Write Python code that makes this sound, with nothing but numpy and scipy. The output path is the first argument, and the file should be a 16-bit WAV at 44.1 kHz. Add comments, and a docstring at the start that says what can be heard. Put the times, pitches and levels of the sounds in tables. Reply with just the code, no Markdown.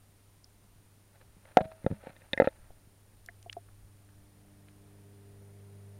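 """Camera against an aquarium

A hand-held camera scrapes, bumps and rattles on the tank's glass, each hit ringing case and pane,
then slides along it with a few light ticks and plips of water. The pump hums on harmonics of the
mains and grows as the camera comes nearer. Underneath sit a quiet room, microphone hiss,
grip rumble and the thin, pulsing whine of the camera's electronics."""
import sys
import numpy as np
from scipy import signal
from scipy.fft import rfft, irfft, next_fast_len
from scipy.io import wavfile
from scipy.ndimage import uniform_filter1d, map_coordinates

SR = 44100
rng = np.random.default_rng(int(sys.argv[2]) if len(sys.argv) > 2 else 0)


def inscribe(sig):
    """Save sig as 16-bit PCM at rate SR to the path in sys.argv[1].

    A 1-D sig is mono; a 2-D sig holds one channel per row.
    Samples are clipped to [-1, 1] before scaling.
    """
    pcm = np.round(np.clip(np.atleast_2d(sig).T, -1, 1) * 32767)
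    wavfile.write(sys.argv[1], SR, pcm.astype(np.int16))


N = 264159
MAINS_HZ, TOP_HZ = 50.02, 15850

# room tone with microphone hiss: frequency_hz, density_db
ROOM_SPECTRUM = [(20, -5.5), (50, -4), (100, -4.5), (200, -9.5), (400, -15), (800, -18), (1500, -22),
                 (3000, -25.5), (6000, -27.5), (10000, -27), (14500, -28), (15800, -33)]
# rumble of the hand on the case: frequency_hz, density_db
GRIP_SPECTRUM = [(20, 2.5), (55, 2.5), (150, -12), (400, -33.5), (2000, -74)]
# the pump's drone as the camera travels along the tank: time_s, level_db
DRONE_LEVELS = [(2.7, -65), (2.94, -66), (3.51, -57.5), (4.38, -62.5), (5.75, -52), (5.99, -51)]
# the pump's buzz: mains_multiple, relative_db
BUZZ_PARTIALS = [(3, -5.5), (4, 0), (9, -13.5), (10, -18.5), (12, -14), (14, -16), (18, -26)]
# standing-wave crests the camera passes: mains_multiple, middle_s, crest_db, half_length_s, depth_db
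STANDING_WAVES = [(6, 4.8, -68, .8, 14), (8, 5.55, -64.5, 0.85, 20)]
# churned water: frequency_hz, density_db
WATER_SPECTRUM = [(20, -39), (130, -3.5), (300, -5), (420, -3), (520, -7), (700, -8.5), (1100, -19.5),
                  (1900, -15.5), (3500, -28.5), (8000, -44.5)]
# light ticks: start_s, peak_db, pitch_hz, t60_s, spread_octaves
LIGHT_TICKS = [(0.4434, -44, 5130, 0.0091, 0.41), (3.2612, -42.5, 7500, .01, 1.53),
               (3.2871, -32.5, 1855, 0.023, 0.31), (3.427, -44.5, 5000, 0.0088, 1.62),
               (3.4971, -30, 2710, 0.0091, 0.41), (3.5279, -33, 3600, 0.013, 1.67),
               (3.687, -52.5, 1080, .03, 1.42), (4.089, -57.5, 1800, .016, 0.76),
               (4.684, -50, 2306, .016, 1.1)]
# short scrapes on the glass: middle_s, level_db, half_length_s
SCRAPE_STROKES = [(1.16, -68.5, 0.021), (1.216, -60.5, 0.01), (1.455, -62, 0.0034), (1.5, -65, .025),
                  (1.612, -43, 0.0052), (1.652, -59, 0.009), (1.717, -55, 0.0056), (1.913, -59, 0.0068),
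                  (1.951, -58, 0.0072), (2.072, -58, 0.04), (2.414, -42, 0.005), (2.452, -46, 0.013)]
# tone colour of the scraping: frequency_hz, density_db
SCRAPE_SPECTRUM = [(260, -30), (450, -17), (560, -4.5), (770, -12.5), (890, -8.5), (1060, -21),
                   (1320, -12.5), (1800, -15.5), (2600, -20), (3200, -27.5), (4200, -26), (4800, -40),
                   (8000, -58)]
# ring of the case, pane, lens rim, button and the tank's low boom: pitch_hz, relative_db, t60_s
CASE_MODES = [(310, -13, 0.02), (375, -14, 0.0086), (540, 0.5, 0.028), (880, -21, .035),
              (1330, -15.5, 0.023), (1770, -18.5, .012), (2500, -10, 0.014), (3575, -24, 0.0087)]
PANE_MODES = [(649, -2, 0.033), (642, -26, 0.38), (725, -0.5, 0.035), (754, -26, 0.2)]
RIM_MODES = [(1640, -19, 0.091), (1833, 2, 0.015), (2066, -5, 0.025), (2520, -4.5, 0.015),
             (5230, -19, 0.0053), (7500, -26, .008)]
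BUTTON_MODES = [(3690, 2, 0.01)]
TANK_MODES = [(205, 0, .16)]
# soft bumps: start_s, peak_db, cutoff_hz
SOFT_THUMPS = [(1.366, -47.5, 250), (1.611, -23, 400), (1.654, -34, 248), (1.8444, -27, 730),
               (1.903, -29.5, 600), (1.9118, -20.5, 480), (1.9224, -24.5, 230), (1.9302, -30.5, 180),
               (2.096, -43, 501), (2.872, -49.5, 100)]
# lens rim on the pane: start_s, peak_db, button_db (relative to the case)
RIM_CLICKS = [(1.4535, -50, 5), (2.1645, -44, 4), (2.218, -45.5, -1.5), (2.3325, -13, 12),
              (2.3758, -17, -18.5), (2.4856, -41, 13.5)]
# case on the tank: start_s, peak_db, cutoff_hz, thud_db, pane_db (last two relative to the case)
CASE_KNOCKS = [(1.5708, 1, 3300, -7, -1.5), (1.587, -18.5, 1490, -16.5, -1.5), (1.606, -21, 1300, -2, 0),
               (1.718, -45, 2000, -5, 12), (1.8638, -9.5, 730, 4.5, -15.5), (2.0373, -40, 1000, -2, -21),
               (2.07, -30, 900, -3, -9), (2.4, -3.5, 720, -27.5, -22.5), (2.4198, -10.5, 800, -24, -17.5),
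               (2.4434, -20.5, 2420, -3.5, -13.5), (2.4733, -12.5, 750, -37, -37),
               (2.7051, -46, 1195, -7, 9)]
# plips of water: start_s, peak_db
WATER_PLIPS = [(3.2876, -50.5), (3.461, -43.5), (3.567, -34)]


def amp(db):
    """Decibels to gain."""
    return 10 ** (np.asarray(db) / 20)


def unit(x):
    """Scale to rms 1."""
    return x / np.sqrt(np.mean(x ** 2) + 1e-20)


def wobble(rate_hz):
    """Smooth random drift, with rate_hz new values a second."""
    knots = rng.standard_normal(int(N * rate_hz / SR) + 4)
    return map_coordinates(knots, [np.arange(N) * rate_hz / SR])


def swell(middle_s, half_s, order):
    """A fade up to 1 and down again; a higher order makes it squarer."""
    return 1 / (1 + np.abs((np.arange(N) / SR - middle_s) / half_s) ** order)


def coloured(x, spectrum):
    """EQ x to a spectrum, at rms 1."""
    hz, db = np.transpose(spectrum)
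    size = next_fast_len(N + 8192)
    gain = amp(np.interp(np.log(np.fft.rfftfreq(size, 1 / SR) + 1), np.log(hz), db))
    return unit(irfft(rfft(x, size) * gain, size)[:N])


def rolloff(x, hz, kind, order):
    """Butterworth low-pass or high-pass."""
    return signal.sosfilt(signal.butter(order, min(hz, SR / 2 - 1), kind, fs=SR, output="sos"), x)


def place(track, start_s, peak_db, sound):
    """Lay a sound into the track at the given peak level."""
    i = round(start_s * SR)
    track[i:i + len(sound)] += (amp(peak_db) * sound / np.abs(sound).max())[:N - i]


def grip_rumble(rest_db=-80, moving_db=-66.5, drift_db=5.0):
    """The hand rumbles unevenly on the case, louder while the camera moves."""
    level_db = rest_db + (moving_db - rest_db) * swell(middle_s=2.8, half_s=2.55, order=8)
    rumble = coloured(rng.standard_normal(N), GRIP_SPECTRUM)
    return amp(level_db + drift_db * wobble(6.4)) * rumble


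def room_tone(level_db=-65):
    """A steady bed of room noise and microphone hiss."""
    return amp(level_db) * coloured(rng.standard_normal(N), ROOM_SPECTRUM)


def mains_tone(multiple):
    """One harmonic of the mains, at rms 1 and a random phase."""
    phase = 2 * np.pi * MAINS_HZ * np.arange(N) / SR
    return np.sqrt(2) * np.sin(round(multiple) * phase + 2 * np.pi * rng.random())


def pump(far_db=-77, near_db=-63, arrive_s=4.06, approach_s=0.14, water_db=-5.5, waver_db=-0.5):
    """The vibrating pump drones at twice the mains pitch; buzz and churned water come up close by."""
    t = np.arange(N) / SR
    drone_db = np.interp(t, *np.transpose(DRONE_LEVELS))
    nearness = (1 + np.tanh((t - arrive_s) / (2 * approach_s))) / 2
    buzz_db = far_db + (near_db - far_db) * nearness
    buzz_db += .35 * (drone_db - drone_db.max())  # the buzz rides part of the drone's swings
    buzz = sum(amp(db + waver_db * wobble(2.2)) * mains_tone(k) for k, db in BUZZ_PARTIALS)
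    standing = sum(amp(db - depth_db * (1 - swell(middle_s, half_s, order=4))) * mains_tone(k)
                   for k, middle_s, db, half_s, depth_db in STANDING_WAVES)
    water = amp(water_db) * coloured(rng.standard_normal(N), WATER_SPECTRUM)
    return amp(drone_db) * mains_tone(2) + standing + amp(buzz_db) * (buzz + water)


def electronics_whine(picked_up, pitch_hz=9525.4, pulse_hz=36.35, rest_db=-78, rise_db=4.5):
    """A high tone, part steady, part flipped by a square wave; it lifts with the sound picked up."""
    t = np.arange(N) / SR
    power = np.abs(uniform_filter1d(picked_up ** 2, round(0.27 * SR)))
    level_db = rest_db + rise_db * power / (power + amp(-54.5) ** 2)  # half the lift at -54.5 dB
    phase = 2 * np.pi * pitch_hz * t
    square = np.tanh(6 * np.sin(2 * np.pi * pulse_hz * t))
    return amp(level_db) * unit(.44 * np.sin(phase + .9) + square * np.sin(phase))


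def cluster(hz, t60_s, spread_octaves, rise_s=0.001, count=32):
    """A burst of short modes around one pitch: narrow sounds round, wide sounds dry."""
    t = np.arange(SR // 10) / SR
    pitches = hz * 2 ** (spread_octaves * (np.linspace(-1, 1, count) + rng.normal(0, 0.031, count)))
    weights = np.sqrt(np.hanning(count + 2)[1:-1]) * (pitches < TOP_HZ)
    # the wider the cluster, the less its modes start in step
    phases = rng.standard_normal(count) * min(spread_octaves * 7, np.pi)
    waves = weights @ np.sin(2 * np.pi * pitches[:, None] * t + phases[:, None])
    return waves * amp(-60 * t / t60_s) * (1 - np.exp(-t / rise_s))


def ticks():
    """Small dry ticks, most of them as the camera slides along the glass."""
    track = np.zeros(N)
    for start_s, db, hz, t60_s, spread_octaves in LIGHT_TICKS:
        place(track, start_s, db, cluster(hz, t60_s, spread_octaves))
    return track


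def scraping(drag_db=-67, flutter_db=3, grains_per_s=2500):
    """The case sticks and slips on the glass: one long, light drag with short strokes on top."""
    drag = amp(drag_db) * swell(middle_s=2.06, half_s=0.65, order=8)
    strokes = sum(amp(db) * swell(middle_s, half_s, order=4) for middle_s, db, half_s in SCRAPE_STROKES)
    grains = rng.standard_normal(N) * (rng.random(N) < grains_per_s / SR)
    grains *= amp(flutter_db * wobble(90))
    return (drag + strokes) * coloured(grains, SCRAPE_SPECTRUM)


def ring(modes, t, scatter_db=4.0, detune=0.0014, rise_s=0.00028):
    """Damped modes with a fast attack; they vary as each hit lands on a slightly different spot."""
    hz, db, t60_s = np.transpose(modes)[:, :, None]
    level_draw, pitch_draw = rng.standard_normal((2, len(modes), 1))
    sign = (-1) ** np.arange(len(modes))[:, None]  # neighbouring modes swing in opposite directions
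    decays = amp(db + scatter_db * level_draw - 60 * t / t60_s)
    waves = sign * decays * np.sin(2 * np.pi * hz * (1 + detune * pitch_draw) * t)
    return waves.sum(axis=0) * (1 - np.exp(-t / rise_s))


def impact(cutoff_hz, thud_db, pane_db, rim_db, button_db,
           thud_hz=175, thud_t60_s=0.016, crack_t60_s=0.025, rattle_t60_s=.04):
    """One hit shoves the camera, rattles its loose parts and rings case, pane, lens rim and button."""
    t = np.arange(SR // 2) / SR
    thud = amp(thud_db - 60 * t / thud_t60_s) * np.sin(2 * np.pi * thud_hz * t)
    crack = amp(-21 - 60 * t / crack_t60_s) * rng.standard_normal(len(t))
    rattle = unit(rolloff(rng.standard_normal(len(t)), 3400, "low", order=4))
    rattle *= amp(-35 - 60 * t / rattle_t60_s)
    parts = [(CASE_MODES, 0), (PANE_MODES, pane_db), (RIM_MODES, rim_db), (BUTTON_MODES, button_db)]
    ringing = sum(amp(db) * ring(modes, t) for modes, db in parts)
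    hit = ringing - thud + crack + rattle
    # a soft contact lasts longer and cannot excite the high modes
    hit = rolloff(hit, cutoff_hz, "low", order=1)
    hit = rolloff(hit, cutoff_hz * 2.5, "low", order=1)
    return rolloff(hit, 53, "high", order=1)


def thumps(boom_db=-19.5):
    """Soft bumps mostly shove the camera; the tank answers with a low boom."""
    track = np.zeros(N)
    for start_s, db, cutoff_hz in SOFT_THUMPS:
        place(track, start_s, db, impact(cutoff_hz, thud_db=14.5, pane_db=-23, rim_db=-3, button_db=-8.5))
        place(track, start_s, db + boom_db, ring(TANK_MODES, np.arange(SR // 2) / SR))
    return track


def rim_clicks(bounce_s=.0033, bounce_db=-6.5):
    """The lens rim clicks brightly on the pane, bounces and lands again."""
    track = np.zeros(N)
    for start_s, db, button_db in RIM_CLICKS:
        click = impact(cutoff_hz=5000, thud_db=4.5, pane_db=-10, rim_db=7.5, button_db=button_db)
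        bounce = impact(cutoff_hz=4000, thud_db=-5, pane_db=-9.5, rim_db=4, button_db=-12)
        place(track, start_s, db, click)
        place(track, start_s + bounce_s, db + bounce_db, bounce)
    return track


def knocks():
    """The case knocks on the tank, each hit with its own blend of thud and glass."""
    track = np.zeros(N)
    for start_s, db, cutoff_hz, thud_db, pane_db in CASE_KNOCKS:
        place(track, start_s, db, impact(cutoff_hz, thud_db, pane_db, rim_db=-14, button_db=-16))
    return track


def plips(pitch_hz=695, undertone_hz=417, undertone_db=-8.5, t60_s=0.091):
    """Round plips of water, all at one pitch, each with a lower resonance under it."""
    track = np.zeros(N)
    for start_s, db in WATER_PLIPS:
        place(track, start_s, db, cluster(pitch_hz, t60_s, spread_octaves=0.054))
        place(track, start_s, db + undertone_db, cluster(undertone_hz, t60_s, spread_octaves=0.15))
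    return track


def scene():
    """The mono mix at the camera's microphone, with the whine on top."""
    action = knocks() + thumps() + rim_clicks() + ticks() + plips() + scraping()
    bed = pump() + grip_rumble() + room_tone()
    picked_up = action + bed
    return (picked_up + electronics_whine(picked_up))[None]


def record(dry, ceiling=.66):
    """The hardest hit clips the microphone; everything above TOP_HZ is cut."""
    clipped = np.clip(dry, -ceiling, ceiling)
    size = next_fast_len(N + 8192)
    passband = np.fft.rfftfreq(size, 1 / SR) < TOP_HZ
    return irfft(rfft(clipped, size) * passband, size)[..., :N]


dry = scene()
out = record(dry)
inscribe(out)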